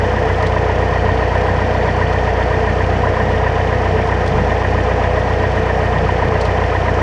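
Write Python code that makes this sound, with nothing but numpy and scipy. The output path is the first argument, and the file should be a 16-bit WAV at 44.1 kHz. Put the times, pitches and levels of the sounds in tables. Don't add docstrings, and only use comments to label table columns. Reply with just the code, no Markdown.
import sys
import numpy as np
from scipy.fft import rfft, irfft, next_fast_len
from scipy.io import wavfile
from scipy.ndimage import uniform_filter1d, minimum_filter1d, map_coordinates

SR = 44100
rng = np.random.default_rng(int(sys.argv[2]) if len(sys.argv) > 2 else 0)


def generate_wav(signal):
    frames = np.transpose(np.atleast_2d(signal))
    scaled = np.clip(frames, -1, 1) * 32767
    pcm = np.round(scaled).astype(np.int16)
    wavfile.write(sys.argv[1], SR, pcm)


N = 309582


def amp(db):
    return 10 ** (np.asarray(db) / 20)


def unit(x):
    return x / np.sqrt(np.mean(x ** 2) + 1e-20)


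def curve(rows):
    return np.interp(np.arange(N) / SR, *np.transpose(rows))


def wobble(rate):
    return map_coordinates(rng.standard_normal(int(N * rate / SR) + 4), [np.arange(N) * rate / SR])


def noise():
    return rng.standard_normal(N)


def filtered(x, response):
    size = next_fast_len(N + SR // 2)
    return irfft(rfft(x, size) * response(np.fft.rfftfreq(size, 1 / SR)), size)[:N]


def coloured(x, spectrum):
    row_hz, row_db = np.transpose(spectrum)

    def response(hz):
        db = np.interp(np.log(hz + 1), np.log(row_hz + 1), row_db)
        return amp(db) / (1 + (hz / row_hz[-1] / 1.3) ** 8)
    return unit(filtered(x, response))


def tone(turns, db, phase=0):
    return amp(db) * np.sqrt(2) * np.sin(2 * np.pi * turns + phase)


def add(track, start_s, sound):
    start = int(round(start_s * SR))
    if 0 <= start < N:
        track[start:start + len(sound)] += sound[:N - start]


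def throb(firings, lag=0.13, unsteady_db=1.0):
    # multiple of the firing rate, level in dB.
    harmonics = [(1, -40.5), (2, -21.5), (3, -21.5), (4, -30), (5, -35.5)]
    return sum(tone(k * (firings - lag), db + unsteady_db * wobble(14)) for k, db in harmonics)


def drone(firings, unsteady_db=2, drift_radians=0.37):
    # multiple of the firing rate, level in dB.
    cabin_tones = [(3.25, -34.5), (3.5, -37), (7, -42.5), (10, -40.5), (12, -42.5), (14, -36.5),
                   (14.25, -33.5), (14.5, -32.5), (14.75, -34), (16.25, -32), (16.5, -31), (17, -35.5),
                   (19, -40.5), (20.75, -36)]
    out = np.zeros(N)
    for multiple, db in cabin_tones:
        drift = drift_radians * wobble(8)
        level_db = db + unsteady_db * wobble(6)
        out += tone(multiple * firings, level_db, drift + rng.uniform(0, 2 * np.pi))
    return out


def knocks(firings, rise_s=0.0055, jitter_s=0.00022, scatter_db=1.4, burn_db=1.0, detune=0.015):
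    # start in firings (0 to 4), pitch in Hz, peak level in dB.
    cycle_knocks = [(0.029, 990, -18), (.22, 1228, -25), (.55, 1440, -33.5), (0.999, 982, -15.5),
                    (1.018, 1622, -27), (1.079, 672, -18), (1.041, 1970, -26.5), (1.3, 1842, -23.5),
                    (1.531, 1808, -27), (1.85, 327, -25.5), (2.0, 697, -23), (2.56, 653, -19),
                    (3.048, 1010, -22.5), (3.55, 720, -15.5)]
    # time in seconds, dB above the usual knock.
    odd_cycles = [(.56, 2), (.96, 2), (1.75, -1), (2.01, 3.5), (2.93, -4), (3.08, 6.5), (3.55, 2),
                  (4.25, -10), (6.1, 3), (6.89, 1.5)]
    t, clock = np.arange(SR // 25) / SR, np.arange(N) / SR
    envelope = (t / rise_s * np.exp(1 - t / rise_s)) ** 3
    cycle_starts = 4 * np.arange(firings[-1] // 4 + 1)
    burns_db = burn_db * rng.standard_normal(len(cycle_starts))
    for time_s, db in odd_cycles:
        cycle = int(np.interp(time_s, clock, firings) // 4)
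        burns_db[cycle] = db
    out = np.zeros(N)
    for place, hz, db in cycle_knocks:
        times = np.interp(cycle_starts + place, firings, clock, right=N)
        peaks_db = db + burns_db * (place < 1.7)
        chance = rng.standard_normal((len(times), 3))
        for start_s, peak_db, (late, louder, sharp) in zip(times, peaks_db, chance):
            ring = np.sin(2 * np.pi * hz * (1 + detune * sharp) * (t - rise_s))
            add(out, start_s + jitter_s * late, amp(peak_db + scatter_db * louder) * envelope * ring)
    return out


def exhaust(firings, repeat_share=0.29, level_db=-22):
    # pitch in Hz, width in Hz, relative strength in dB.
    resonances = [(199.6, 46, -7), (441.2, 25, 1.5), (504, 30, -2), (587, 42, -2.5), (629, 42, 0.5),
                  (700, 65, 0), (765, 68, -4.5), (886, 49, -7.5), (1255, 43, -10), (1409, 43, -12.5),
                  (1550, 60, -13.5), (1838, 121, -9), (2410, 145, -18)]

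    def cabin(hz):
        return sum(amp(db) * (1.5j * hz * width / (pitch ** 2 - hz ** 2 + 1.5j * hz * width)) ** 2
                   for pitch, width, db in resonances)
    size = 4096
    pattern = unit(irfft(np.exp(2j * np.pi * rng.random(size // 2 + 1))))
    repeating = map_coordinates(pattern, [firings / 4 % 1 * size], mode="grid-wrap")
    gas = np.sqrt(repeat_share) * repeating + np.sqrt(1 - repeat_share) * noise()
    return amp(level_db) * unit(filtered(gas, cabin))


def roar(firings, level_db=-24, per_firing_db=0.06, per_cycle_db=1):
    # frequency in Hz, relative level in dB.
    spectrum = [(100, -29.5), (150, -7.5), (370, 0), (545, -3.5), (750, -1.5), (1000, -2.5), (1150, -8),
                (1350, -15.5), (1620, -6), (1980, -8), (2220, -12), (2500, -15.5), (3000, -16.5),
                (3800, -28)]
    pulse_db = per_firing_db * np.cos(2 * np.pi * (firings - 0.3))
    pulse_db += per_cycle_db * np.cos(2 * np.pi * (firings / 4 - 0.25))
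    return amp(level_db) * coloured(noise() * amp(pulse_db), spectrum)


def tyres(level_db=-29, uneven_db=1, bump_s=0.05):
    # frequency in Hz, relative level in dB.
    spectrum = [(12, -20.5), (28, -5.5), (60, -8.5), (100, -3.5), (135, 2), (200, -0.5), (280, -9),
                (500, -28)]
    # time in seconds, dB above the usual rumble.
    bumps = [(2.08, 2), (3.02, 5), (3.333, 7), (3.95, 4.5), (4.36, 9), (5.55, 6), (6.0, 5), (6.28, 6.5)]
    t = np.arange(N) / SR
    bumps_db = sum(db * np.exp(-0.5 * ((t - time_s) / bump_s) ** 2) for time_s, db in bumps)
    return amp(level_db + bumps_db + uneven_db * wobble(7.7)) * coloured(noise(), spectrum)


def rattle(firings, peak_db=-32, place=1.4, width=0.32):
    from_peak = (firings - place + 2) % 4 - 2
    buzz = coloured(noise(), [(1400, -34.5), (1720, -13.5), (1845, 1.5), (1970, -13), (2400, -36.5)])
    return amp(peak_db) * np.exp(-0.5 * (from_peak / width) ** 2) * buzz


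def scrape(firings, peak_db=-36, turns_per_firing=0.554, width_turns=0.069):
    spectrum = [(2300, -19.5), (2800, -9), (3080, -1), (3300, -12.5), (3520, -6), (3850, -19),
                (4500, -28)]
    from_peak = (turns_per_firing * firings - 0.3) % 1 - 0.5
    stroke = np.exp(-0.5 * (from_peak / width_turns) ** 2)
    return stroke * amp(peak_db + 0.61 * wobble(5.6)) * coloured(noise(), spectrum)


def propeller_wash(firings, level_db=-44, pulsing_db=1, flutter_db=1.0):
    # frequency in Hz, relative level in dB.
    spectrum = [(1500, -32), (3000, 0.5), (3900, -3.5), (4600, -1), (5600, -1.5), (6500, -7), (7500, -13),
                (8700, -17), (10000, -21.5)]
    gusts_db = pulsing_db * np.cos(2 * np.pi * (firings - 0.9)) + flutter_db * wobble(120)
    return amp(level_db + gusts_db) * coloured(noise(), spectrum)


def ticks(rise_s=0.0035):
    # start in seconds, level in dB.
    bursts = [(0.423, -34.5), (.466, -33), (4.071, -39.5), (4.259, -39), (4.275, -32.5), (6.41, -28.5),
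              (6.45, -33)]
    envelope, t = np.zeros(N), np.arange(SR // 20) / SR
    for start_s, db in bursts:
        add(envelope, start_s, amp(db) * t / rise_s * np.exp(1 - t / rise_s))
    return envelope * coloured(noise(), [(1500, -24), (3500, 5), (5300, -1), (7000, -9), (10000, -16.5)])


def whines(waver_radians=0.36, flutter_db=1.8):
    # pitch in Hz, usual level in dB.
    pitches = [(4456, -57), (3036, -59), (5673, -63), (6073, -70), (6681, -73), (7289, -76), (8301, -80)]
    # time in seconds, dB above its usual level.
    swell = [(0, -7), (1.5, 6), (3.0, 1.5), (3.5, -3), (5.9, -1.5), (6.3, 3), (7.02, -4)]
    t = np.arange(N) / SR
    tones = [tone(hz * t, db + flutter_db * wobble(4), waver_radians * wobble(9)) for hz, db in pitches]
    return amp(curve(swell)) * tones[0] + sum(tones[1:])


def scene():
    # time in seconds, firings a second.
    firing_rate = [(0, 30.22), (0.9, 30.44), (1.8, 30.28), (3.2, 30.32), (3.85, 30.53), (4.55, 30.29),
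                   (5.7, 30.59), (7.02, 30.22)]
    firings = np.cumsum(curve(firing_rate)) / SR + 0.031
    engine = throb(firings) + drone(firings) + knocks(firings) + exhaust(firings) + roar(firings)
    engine += rattle(firings) + scrape(firings)
    return (engine + propeller_wash(firings) + tyres() + whines() + ticks())[None]


def record(dry):
    ceiling, hold_samples, top_hz = 0.65, SR // 100, 10030
    needed_gain = np.minimum(1, ceiling / (np.abs(dry[0]) + 1e-9))
    gain = uniform_filter1d(minimum_filter1d(needed_gain, hold_samples), hold_samples)
    return filtered(dry[0] * gain, lambda hz: hz < top_hz)[None]


dry = scene()
out = record(dry)
generate_wav(out)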